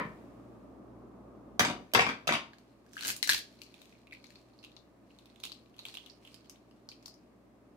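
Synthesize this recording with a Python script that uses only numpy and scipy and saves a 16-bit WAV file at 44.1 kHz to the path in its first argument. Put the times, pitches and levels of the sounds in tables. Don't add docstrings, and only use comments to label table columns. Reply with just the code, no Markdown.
import sys
import numpy as np
from scipy import signal
from scipy.fft import rfft, irfft, next_fast_len
from scipy.io import wavfile
from scipy.ndimage import map_coordinates

SR = 44100
rng = np.random.default_rng(int(sys.argv[2]) if len(sys.argv) > 2 else 0)


def int16_out(signal):
    q = np.round(np.clip(np.atleast_2d(signal).T, -1, 1) * 32767)
    wavfile.write(sys.argv[1], SR, q.astype(np.int16))


def ratio(d):
    e = np.asarray(d, float) / 20
    return 10 ** e


N = 342602
LEAD = SR // 4

# start_s, peak_db, bright_db, left_over_right_db
CONTACTS = [(1.594, -14, 0, 4), (1.6052, -17, -25, -1), (1.608, -22.5, -20, -3.5), (1.614, -28, -12, -11),
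            (1.632, -29.5, -13.5, 17.5), (1.649, -22, 2.5, 0.5), (1.673, -29.5, -3.5, 8.5),
            (1.699, -26.5, -4.5, 4.5), (1.936, -18.5, 1, -5.5), (1.948, -6.5, -12.5, 16),
            (1.951, -6.5, -33, 20), (1.956, -9, -25, -7), (1.97, -20, -10, 4.5), (1.9905, -3, -20.5, 1),
            (1.994, -9.5, -13, 10.5), (2.007, -15.5, -9, -14.5), (2.019, -23, -5, -1), (2.051, -27, -13, 2),
            (2.065, -11, -23, 13.5), (2.089, -16, -15, 3.5), (2.096, -16, -26, -11), (2.107, -39, -12, 6),
            (2.272, -21, -8, -10.5), (2.277, -23.5, -2, 17), (2.2901, -6.5, -27, 1), (2.309, -20, -10, 3),
            (2.323, -9, -12, 3), (2.338, -11.5, -11.5, -2), (2.353, -14.5, -17, 10)]
# start_s, peak_db, bright_db, left_over_right_db
EARLIER_CONTACTS = [
    (-.06, -10, -30, 1),
    (-.015, -21, -28, 1),
    (.05, -40, -24, 1),
]
# start_s, peak_db, low_hz, high_hz, high_over_low_db
PAN_RINGS = [(1.594, -18, 660, 1710, 5.5), (1.604, -16, 686, 1950, 5), (1.615, -22, 710, 1870, 0),
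             (1.641, -22.5, 573, 1617, 5.5), (1.653, -19, 969, 2260, -4), (1.935, -20.5, 614, 1370, -6),
             (1.946, -16.5, 470, 1636, 3.5), (1.949, -12, 967, 2660, -0.5), (1.955, -9.5, 1083, 1660, -2.5),
             (1.965, -19, 448, 2760, -7), (1.973, -14, 440, 1710, -3), (1.989, -11, 719, 1877, 0),
             (1.993, -11.5, 1120, 2330, -2), (2.009, -24, 1210, 1290, -6), (2.021, -17, 953, 2320, -10),
             (2.046, -24, 830, 2090, -2), (2.064, -25, 1130, 1554, 0), (2.088, -24, 1260, 1560, 2),
             (2.272, -21, 650, 2630, 2), (2.276, -21.5, 1290, 1310, -6), (2.29, -15, 575, 1990, -1),
             (2.309, -19, 300, 2300, 0), (2.322, -16.5, 1130, 2480, -7), (2.336, -21, 1155, 1300, 2),
             (2.351, -26, 1145, 2250, 9)]
# frequency_hz, level_db
CLANK_COLOUR = [(180, -30.5), (300, -16.5), (400, -11), (560, -3), (702, -1.5), (890, -8.5), (1100, -4.5),
                (1300, -3.5), (2330, -2.5), (3600, -22), (4600, -18), (6200, -50.5), (9900, -120)]
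# frequency_hz, width_hz, level_db
PAN_BODY = [(485, 34, 0), (714, 22, 5.5), (953, 15, 4), (1066, 13, 4), (1200, 35, -11.5), (1560, 43, -3.5),
            (1740, 15, -5), (1884, 23.7, -5), (2270, 30, -8.5), (2355, 24, -5), (2800, 47, -3.5),
            (3270, 30.3, -9.5)]
# frequency_hz, width_hz, level_db
PAN_WALL = [(3620, 110, -7.5), (4270, 40, -7), (4790, 88, -17), (5170, 86, -6), (5800, 35, -5),
            (6320, 79, -4), (6200, 30, -6), (6700, 33, -8), (7700, 55, -16)]
# frequency_hz, level_db
RIM_COLOUR = [(1470, -28.5), (2500, 0), (3490, -6.5), (4800, -7), (6110, -10), (7830, -13), (11900, -17),
              (16000, -26)]
# frequency_hz, width_hz, level_db
STOVE_SHEET = [(115, 80, 0), (190, 153, 2.5), (310, 91, 1)]

# start_s, peak_db, fragment_hz, large_piece_db, sizzle_db
OPENING_CRACKS = [(1.917, -59, 3800, -2.5, -15), (2.5333, -48.5, 4310, -2, -23),
                  (2.584, -51, 4320, -16, -15.5), (2.8634, -61.5, 5330, -2, -10.5),
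                  (2.887, -64, 4820, -21, -21), (2.9114, -62.5, 5615, -17.5, -15.5),
                  (3.0525, -34.5, 3600, -12, -7.5), (3.0705, -30.5, 4390, -13, -3),
                  (3.0975, -31.5, 5180, -8.5, -9.5), (3.1075, -36, 3400, -9.5, -4),
                  (3.282, -36, 4036, -1.5, -13),
                  (2.933, -44, 5980, -16.5, -14.5), (2.955, -49.5, 3150, -11, -13),
            (2.9672, -50, 4200, 15.5, -7.5), (2.978, -34, 2930, -12.5, -24),
            (2.991, -35.5, 2950, -13.5, -17.5), (3.0089, -30.5, 4300, -12.5, -15),
            (3.0264, -34, 4060, -10, -20), (3.0335, -33.5, 3030, -6, -15), (3.049, -28, 2933, -10, -12),
            (3.0586, -27, 3950, -15.5, -12), (3.08, -26, 4900, -15.5, -5.5), (3.087, -26.5, 4200, -13, -9),
            (3.0932, -25.5, 4500, -22, -13.5), (3.1022, -24.5, 2790, -16, -9),
            (3.117, -35, 4850, -18, -10.5), (3.1643, -40, 4177, -24, -1), (3.2278, -15, 4270, -13, -15),
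            (3.274, -26, 4630, -9.5, -8), (3.2921, -12.5, 4200, -7, -16.5),
            (3.2976, -12.5, 4300, -8, -13.5), (3.3045, -18.5, 4777, -20.5, -13),
            (3.3125, -22, 2680, -18.5, -13.5), (3.3216, -21, 3320, -10, -18.5),
            (3.3329, -19, 4440, -19, -14), (3.3459, -17, 4350, -25, -18.5), (3.3638, -31, 4060, -13, -13.5),
            (3.378, -29.5, 3750, -19, -13), (3.3896, -33.5, 4520, -15, -14)]
# start_s, peak_db,
# fragment_hz, large_piece_db, sizzle_db
LATER_CRACKS = [(3.617, -40, 4350, -4.5, -11.5), (3.6346, -42, 4550, -15, -20),
                (3.7412, -45.5, 3620, -7, -19), (3.8167, -44, 3900, -14, -14),
                (3.855, -54.5, 3710, -6, -8), (3.925, -57, 3390, 2, -19), (4.0704, -54.5, 3820, 3, -16),
                (4.123, -48, 4420, 9, -19), (4.1297, -46.5, 4400, 0.5, -21),
                (4.2418, -40.5, 4300, -12, -22), (4.3044, -49.5, 4240, -7.5, -17),
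                (4.356, -44, 4330, -12, -29), (4.5893, -50, 4550, -23.5, -33),
                (4.6286, -47, 4190, -10, -23), (4.6391, -43, 3700, -5.5, -19),
                (4.6472, -43, 3700, -5, -18.5), (4.7177, -50.5, 4010, -18, -25),
                (4.7653, -40, 4200, -23, -34), (5.1058, -59, 4210, -1, -26), (5.1874, -46, 3780, -25, -19),
                (5.2573, -50, 3740, -12, -14), (5.2994, -53, 4080, -15, -26), (5.3594, -52, 3320, -9, -16),
                (5.4008, -45.5, 4030, -18, -13),
                (5.434, -42, 4900, -6, -14), (5.437, -26, 3660, -14.5, -17.5),
                   (5.4454, -47, 3370, -15, -15), (5.4517, -32.5, 3600, -13, -11),
                   (5.463, -42, 3980, -3, -18), (5.4716, -42, 3470, -6, -25), (5.497, -40, 4000, -26, -26),
                   (5.519, -32.5, 4160, -29, -26), (5.525, -47, 3550, -9, -29), (5.659, -63, 3770, -4, -23),
                   (5.7423, -57.5, 3200, -8, -20), (5.765, -55, 3200, -18, -11.5),
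                   (5.7822, -50, 4470, -5, -18), (5.7912, -33.5, 4000, -16, -24),
                   (5.8528, -29, 3300, -9.5, -21), (5.8642, -36, 3840, -25, -21),
                   (5.884, -36.5, 4200, -16, -20), (5.9412, -40, 3620, -5, -14),
                   (5.9512, -35.5, 3580, -12, -19), (5.971, -32, 3190, -26, -23),
                   (5.9935, -45, 3200, -18, -28), (6.0613, -39, 3800, -14, -19.5),
                   (6.098, -43, 4770, -24, -37), (6.25, -48.5, 3150, -15, -17),
                   (6.274, -48.5, 3300, -3, -16), (6.3314, -58, 4880, -14, -11),
                   (6.343, -44, 4730, -12, -12.5), (6.4577, -57, 4790, -10.5, -24),
                   (6.4724, -58, 4640, -26, -22), (6.4963, -40, 5400, -14, -11),
                   (6.558, -53, 3500, -12, -22), (6.7113, -58, 4890, -7, -20),
                   (6.8891, -33.5, 4800, -30, -25), (6.9161, -43, 4200, -10, -22),
                   (6.9228, -48, 3200, -21, -21), (7.0269, -50.5, 5150, -25, -20),
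                   (7.0583, -33.5, 4750, -41.5, -32), (7.0604, -43, 4620, -32, -7.5),
                   (7.08, -39, 4770, -46, -17), (7.1406, -50, 4970, -29, -18),
                (4.110, -57, 3500, 3, -21), (4.1365, -52, 3450, -2, -12), (4.148, -52, 4300, 1, -22),
               (4.158, -56, 4300, -1, -21), (4.171, -58, 4300, 1, -24), (4.268, -50.5, 6100, -20, -20),
               (3.664, -53, 4500, -6, -23), (3.951, -63, 3900, 3, -24), (6.254, -51.5, 3200, -2.5, -26),
               (6.266, -60, 7500, -20, -14), (6.36, -57, 3100, -6, -24), (6.373, -63, 5280, -18, -22),
               (6.444, -58.5, 4900, -5, -22), (6.11, -57, 5200, -15, -26)]
# start_s, large_piece_hz, left_over_right_db
HAND_GRIP = [(1.92, 2450, 5), (2.53, 1800, 1), (2.932, 1560, -1.5), (2.99, 1600, 3.5), (3.11, 1590, 1),
             (3.22, 2470, 1.5), (3.27, 1730, 3), (3.289, 1720, 2), (3.35, 1860, -0.5), (3.62, 2710, 2),
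             (4.07, 2360, 2.5), (4.25, 2350, 2.5), (4.639, 2700, -1.5), (4.77, 2670, 9), (5.44, 2700, -3.5),
             (5.52, 2850, 9.5), (5.95, 2900, -4), (6.3, 3000, -4), (6.5, 3100, 0), (6.9, 2606, 1.5),
             (7.07, 2596, 5.5)]
# start_s, delay_samples
LEFT_LAG = [(2.4, 7), (2.9, 4), (5, 4), (5.5, 10), (6.9, 9), (7.05, 2)]
# frequency_hz, level_db
SNAP_COLOUR = [(290, -36.5), (500, -25.5), (2690, -8.5), (3290, 4.5), (4340, -4), (16000, -20)]
# frequency_hz, level_db
SIZZLE_COLOUR = [(3000, -13), (6500, -3), (9000, -7), (13000, -7.5), (15500, -13.5), (18000, -31)]
# frequency_hz, width_hz, level_db
TORN_FLAKES = [(1710, 900, -7.5), (2700, 660, 5.5), (4300, 1000, 5.5), (6430, 2500, 3.5),
               (11020, 6000, -8.5)]
# frequency_hz, width_hz, level_db
HALF_SHELL = [(2450, 640, 8), (3200, 3000, 9), (4200, 330, 7.5), (5270, 980, -1), (8520, 9000, -7)]
# start_s, level_db
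TEARING_PULL = [
    (2.84, -85.5),
    (2.982, -54),
    (3.05, -39.5),
    (3.105, -46.5),
    (3.188, -71),
    (3.24, -66.5),
    (3.402, -66),
    (3.5, -82),
]
# start_s, hold_s, level_db
HAND_SQUEEZES = [(2.622, 0.15, -78), (3.561, 0.33, -66), (4.217, 0.14, -66.5), (4.446, 0.29, -73.5),
                 (5.122, 0.47, -72), (5.62, .08, -78), (5.88, 0.071, -58.5), (6.264, 0.037, -64),
                 (6.418, 0.14, -70.5), (6.7, 0.067, -78.5), (5.442, 0.048, -64.5), (7.001, 0.052, -69.5)]

# frequency_hz, t60_s
KITCHEN_T60 = [(120, 0.5), (500, 0.36), (2000, 0.25), (5000, 0.25), (12000, 0.14)]
# frequency_hz, level_db
KITCHEN_LEVEL = [(120, -5), (1000, 2.5), (4000, 2), (12000, 3)]
# frequency_hz, likeness
LIKENESS = [(60, 0.14), (180, 0.94), (550, 0.57), (1650, 0.2), (4970, -0.26), (15000, 0.12)]
# frequency_hz, level_db
ROOM_COLOUR = [(15, -58), (25, -21.5), (36, -8), (48, -14.5), (85, -14), (118, -4.5), (145, -11),
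               (194, -0.5), (293, 1.5), (501, -9), (591, -5.5), (858, -14.5), (1220, -14.5), (1410, -24),
               (3500, -64.5), (4550, -80.5), (7700, -120)]
# frequency_hz, level_over_room_db
FRIDGE_HUM = [(59.5, -10), (119, -8.5)]
# start_s, width_s, rise_db
HANDLING = [
    (1.73, .07, 5),
    (2.07, .07, 13),
    (2.33, .08, 9),
    (3.09, .07, 9),
    (3.35, .05, 7),
]
# frequency_hz, level_db
HISS_COLOUR = [(880, -31), (1500, -5.5), (2770, -12), (2970, -15), (14800, -26), (16500, -31)]
# start_s, level_db
HISS_SETTLES = [(0, 14.5), (.3, 10), (.8, 5.5), (7.77, 5)]


def knocks():
    body, rim, bounce, thud = np.zeros((4, 2, LEAD + N))
    contacts = [*EARLIER_CONTACTS, *CONTACTS]
    strikes = np.diff(np.transpose(contacts)[0], prepend=-1) > .1
    for (s, db, bright_db, pan_db), strike in zip(contacts, strikes):
        blow = burst(t60=0.018, rise=0.0007) + 1.2 * burst(t60=0.0026, rise=0.00024)
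        place(body, s, ratio(db - 9.5) * blow, .5 * pan_db)
        scratch = burst(t60=0.012, rise=0.00032)
        place(rim if strike else bounce, s, ratio(db + bright_db + 2.0) * scratch, pan_db)
        thud_db = -26 + 0.53 * (db + 11.0) - 14 * max(s - CONTACTS[0][0], 0) + 2.8 * (s < .1)
        place(thud, s, ratio(thud_db) * burst(t60=0.054, rise=0.00059), 0)
    rim = rim + ratio(-4.5) * filtered(bounce, lambda f: 1 / (1 + 1j * f / 8480) ** 3)
    body = dented(body)
    pan = filtered(body, lambda f: modes(PAN_BODY)(f) / (1 + 1j * f / 3500) ** 2)
    clank = filtered(body, causal(CLANK_COLOUR)) + ratio(-9.5) * pan
    scrape = filtered(rim, causal(RIM_COLOUR)) + ratio(-14.5) * filtered(rim, modes(PAN_WALL))
    return clank + scrape + filtered(thud, modes(STOVE_SHEET))


def dented(body):
    dented_s = 1.9
    soft_hz, dull_hz, hard_hz = 900, 3520, 2195

    def soft(f):
        return (1 + .4j * f / soft_hz) / (1 + 1j * f / soft_hz) / (1 + 1j * f / dull_hz)

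    def hard(f):
        return (1 + 1.25j * f / hard_hz) / (1 + 1j * f / hard_hz)

    whole = np.arange(LEAD + N) < LEAD + dented_s * SR
    return np.where(whole, ratio(3.0) * filtered(body, soft), filtered(body, hard))


def rings():
    out = np.zeros((2, LEAD + N))
    t = np.arange(SR // 16) / SR
    times, *_, pans_db = np.transpose(CONTACTS)

    def mode(hz, t60, turn):
        tone = np.sin(2 * np.pi * hz * t + turn * np.array([[-1], [1]]))
        return tone * ratio(-60 * t / t60) * (1 - np.exp(-t / 0.0014))

    for s, db, low_hz, high_hz, high_db in PAN_RINGS:
        low = mode(low_hz, t60=.028, turn=.2)
        high = mode(high_hz, t60=0.031, turn=0.93)
        place(out, s, ratio(db - 3) * (low + ratio(high_db) * high), 0.55 * np.interp(s, times, pans_db))
    return out


def cracks(rows, snap_db, chip_db, middle_db, pop_db, scatter, split):
    out, snaps, sizzle = np.zeros((3, 2, LEAD + N))
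    click = np.arange(SR // 16) == 0
    times, *grip = np.transpose(HAND_GRIP)
    for s, db, hz, piece_db, sizzle_db in rows:
        piece_hz, pan_db = [np.interp(s, times, column) for column in grip]
        piece_hz *= np.exp(scatter * rng.standard_normal())
        pan_db += 2.5 * rng.standard_normal()
        middle_hz = np.sqrt(hz * piece_hz)
        pop_hz = 1000 * np.exp(0.083 * rng.standard_normal())
        pieces = [(-2.5, hz, 16, 0.1, pan_db),
                  (chip_db, 1.33 * hz, 5.8, 0.064, pan_db),
                  (piece_db + 2.5, piece_hz, 20, 0.1, pan_db),
                  (middle_db, middle_hz, 4.7, 0.29, pan_db),
                  (pop_db, pop_hz, 4.1, 0.21, 0)]
        for level_db, pitch_hz, cycles, spread, side_db in pieces:
            ring = fragment(pitch_hz, cycles, spread, split)
            place(out, s, ratio(db + level_db) * ring, side_db, late=False)
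        place(snaps, s, ratio(db + snap_db) * click, pan_db)
        spray = np.array([burst(t60=0.014, rise=.0001) for capsule in "LR"])
        place(sizzle, s, ratio(db + sizzle_db + 8.0) * (click + 0.8 * spray), pan_db)
    out = filtered(out, lambda f: (1j * f / (900 + 1j * f)) ** 2)
    return out + filtered(snaps, causal(SNAP_COLOUR)) + filtered(sizzle, causal(SIZZLE_COLOUR))


def fragment(hz, cycles, spread, split):
    t = np.arange(SR // 32) / SR

    def swell(u):
        return ratio(-60 * u / cycles) * (1 - np.exp(-u / 1.5)) ** 2

    ring = np.sin(2 * np.pi * hz * t + np.pi * np.array([[-.25], [.25]])) * swell(t * hz)
    pieces_hz = hz * np.exp(rng.normal(0, spread, (8, 1)))
    start = rng.exponential(1, (8, 1)) ** 2 * .003
    late = np.maximum(t - start, 0)
    rest = np.sin(2 * np.pi * pieces_hz * late) * swell(late * pieces_hz) * ratio(-290 * start)
    return (ring + split * rng.standard_normal((2, 8)) @ rest) / swell(t * hz).max()


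def splintered(rows):
    out = [*rows]
    for s, db, hz, piece_db, sizzle_db in rows:
        wait, weakness = rng.exponential(1, 2)
        out.append((s + 0.02 * (.5 + wait), db - 16 - 3 * weakness, hz, piece_db, sizzle_db - 9))
    return out


def crackle(level_db, flakes, rate, spread_db):
    x = np.zeros((2, LEAD + N))
    for hz, width_hz, db in flakes:
        at = rng.integers(0, LEAD + N, round(rate * (LEAD + N) / SR))
        strength = ratio(spread_db * np.minimum(rng.exponential(1, len(at)), 3))
        ticks = np.zeros((2, LEAD + N))
        ticks[:, at] = strength * rng.standard_normal((2, len(at)))
        x += ratio(db) * unit(signal.lfilter(*signal.iirpeak(hz, hz / width_hz, SR), ticks))
    return unit(x) * ratio(level_db - 2.5)


def pressure():
    grab_db_s, relax_db_s, slack_db = 141, 62, -93
    t = (np.arange(LEAD + N) - LEAD) / SR
    each = []
    for s, hold, db in HAND_SQUEEZES:
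        rising = grab_db_s * np.maximum(s - t, 0)
        relaxing = relax_db_s * np.maximum(t - s - hold, 0)
        each.append(db - rising - relaxing)
    level_db = np.maximum(np.max(each, axis=0), slack_db)
    return np.where(t > CONTACTS[-1][0], level_db, -200)


def kitchen(x):
    out = np.zeros((2, x.shape[1] + SR))
    step = SR // 5
    for at in range(0, x.shape[1], step):
        hz, t, z = signal.stft(rng.standard_normal((2, SR // 2)), SR, nperseg=256)
        z[1] += along(LIKENESS, hz)[:, None] * (z[0] - z[1])
        t60 = along(KITCHEN_T60, hz)[:, None]
        wet_db = along(KITCHEN_LEVEL, hz)[:, None]
        shape = ratio(wet_db - 60 * t / t60) / np.sqrt(t60 * SR / 14)
        shape += ratio(wet_db - 64.5 - 60 * t / 1.0)
        tail = signal.istft(z * shape, SR, nperseg=256)[1][:, :SR // 2]
        wet = signal.fftconvolve(x[:, at:at + step], tail, axes=1)
        out[:, at + 130:][:, :wet.shape[1]] += wet
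    return out[:, :x.shape[1]]


def room_tone():
    def mid_side(f):
        turn = np.arccos(np.clip(along(LIKENESS, f), -1, 1)) / 2
        return ratio(along(ROOM_COLOUR, f)) * np.array([np.cos(turn), np.sin(turn)])

    def waver():
        return map_coordinates(rng.standard_normal(99), [np.arange(N) * 11 / SR])

    mid, side = filtered(rng.standard_normal((2, N)), mid_side)
    rumble = unit(np.array([mid + side, mid - side]))
    hum = np.zeros(N)
    for hz, db in FRIDGE_HUM:
        phase = 2 * np.pi * hz * np.arange(N) / SR + .5 * waver()
        hum += ratio(db + 1.5 * waver()) * np.sin(phase)
    return ratio(ride() + 0.4) * (rumble + hum)


def ride():
    open_db, ducked_db, duck_s, duck_takes_s = -53, -61.5, 1.82, 0.079
    t = np.arange(N) / SR
    duck = (ducked_db - open_db) * np.clip((t - duck_s) / duck_takes_s, 0, 1)
    swells = sum(db * np.exp(-((t - s) / width) ** 2) for s, width, db in HANDLING)
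    return open_db + duck + swells


def amplifier_hiss():
    noise = filtered(rng.standard_normal((2, N)), lambda f: ratio(along(HISS_COLOUR, f)))
    return noise * ratio(curve(HISS_SETTLES, N) - 85.5 + 4.0)


def burst(t60, rise):
    t = np.arange(SR // 16) / SR
    shape = ratio(-60 * t / t60) * (1 - np.exp(-t / rise))
    x = rng.standard_normal(len(t)) * shape
    return x * np.linalg.norm(shape) / np.linalg.norm(x)


def place(track, s, x, pan_db, late=True):
    at = LEAD + round(s * SR)
    lag = late * round(np.interp(s, *np.transpose(LEFT_LAG)))
    left, right = np.broadcast_to(x, (2, x.shape[-1]))
    track[0, at + lag:][:len(left)] += ratio(pan_db / 2) * left
    track[1, at:][:len(right)] += ratio(-pan_db / 2) * right


def unit(x):
    return x / np.sqrt(np.mean(x ** 2) + 1e-20)


def along(points, hz):
    f, v = np.transpose(points)
    return np.interp(np.log(hz + 1), np.log(f + 1), v)


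def curve(rows, size):
    s, v = np.transpose(rows)
    return np.interp((np.arange(size) - size + N) / SR, s, v)


def filtered(x, response):
    m = next_fast_len(x.shape[-1] + SR // 2)
    h = response(np.fft.rfftfreq(m, 1 / SR))
    h = h / np.sqrt(np.mean(np.abs(h) ** 2))
    return irfft(rfft(x, m) * h, m)[..., :x.shape[-1]]


def modes(peaks):
    def response(f):
        total = 0
        for k, (hz, width, db) in enumerate(peaks):
            damping = 1j * f * width
            total = total + (-1) ** k * ratio(db) * damping / (hz * hz - f * f + damping)
        return total
    return response


def causal(points):
    def response(f):
        c = irfft(np.log(np.maximum(ratio(along(points, f)), 1e-5)))
        c[1:len(c) // 2] *= 2
        c[len(c) // 2 + 1:] = 0
        return np.exp(rfft(c))
    return response


def scene():
    pan, ringing = knocks(), rings()
    tearing_db = curve([(2.7, -200), *TEARING_PULL, (3.6, -200)], LEAD + N)
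    opening = crackle(tearing_db, TORN_FLAKES, rate=400, spread_db=5)
    creeping = crackle(pressure(), HALF_SHELL, rate=300, spread_db=2.5)
    breaking = cracks(OPENING_CRACKS, snap_db=-12, chip_db=-8, middle_db=-3,
                      pop_db=-14.5, scatter=0.023, split=0.34)
    later = cracks(splintered(LATER_CRACKS), snap_db=-29, chip_db=-12,
                   middle_db=-16.5, pop_db=-13, scatter=0.017, split=0.46)
    tearing = breaking + opening
    squeezing = later + creeping
    shell = filtered(ratio(-5.5) * tearing + ratio(-7.5) * squeezing, lambda f: 1j * f / (2600 + 1j * f))
    answer = kitchen(ratio(-1.0) * pan + ratio(-6) * ringing + shell)
    near = pan + ringing + tearing + squeezing
    return (near + answer)[:, LEAD:] + room_tone()


def band_limit(x):
    return signal.sosfilt(signal.butter(12, 16750, fs=SR, output="sos"), x)


def record(dry):
    low_pass = signal.butter(30, 15750, fs=SR, output="sos")
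    high_pass = signal.butter(2, 40, "high", fs=SR, output="sos")
    mix = signal.sosfilt(low_pass, dry + amplifier_hiss())
    mix = signal.sosfilt(high_pass, mix)
    return band_limit(mix)


dry = scene()
out = record(dry)
int16_out(out)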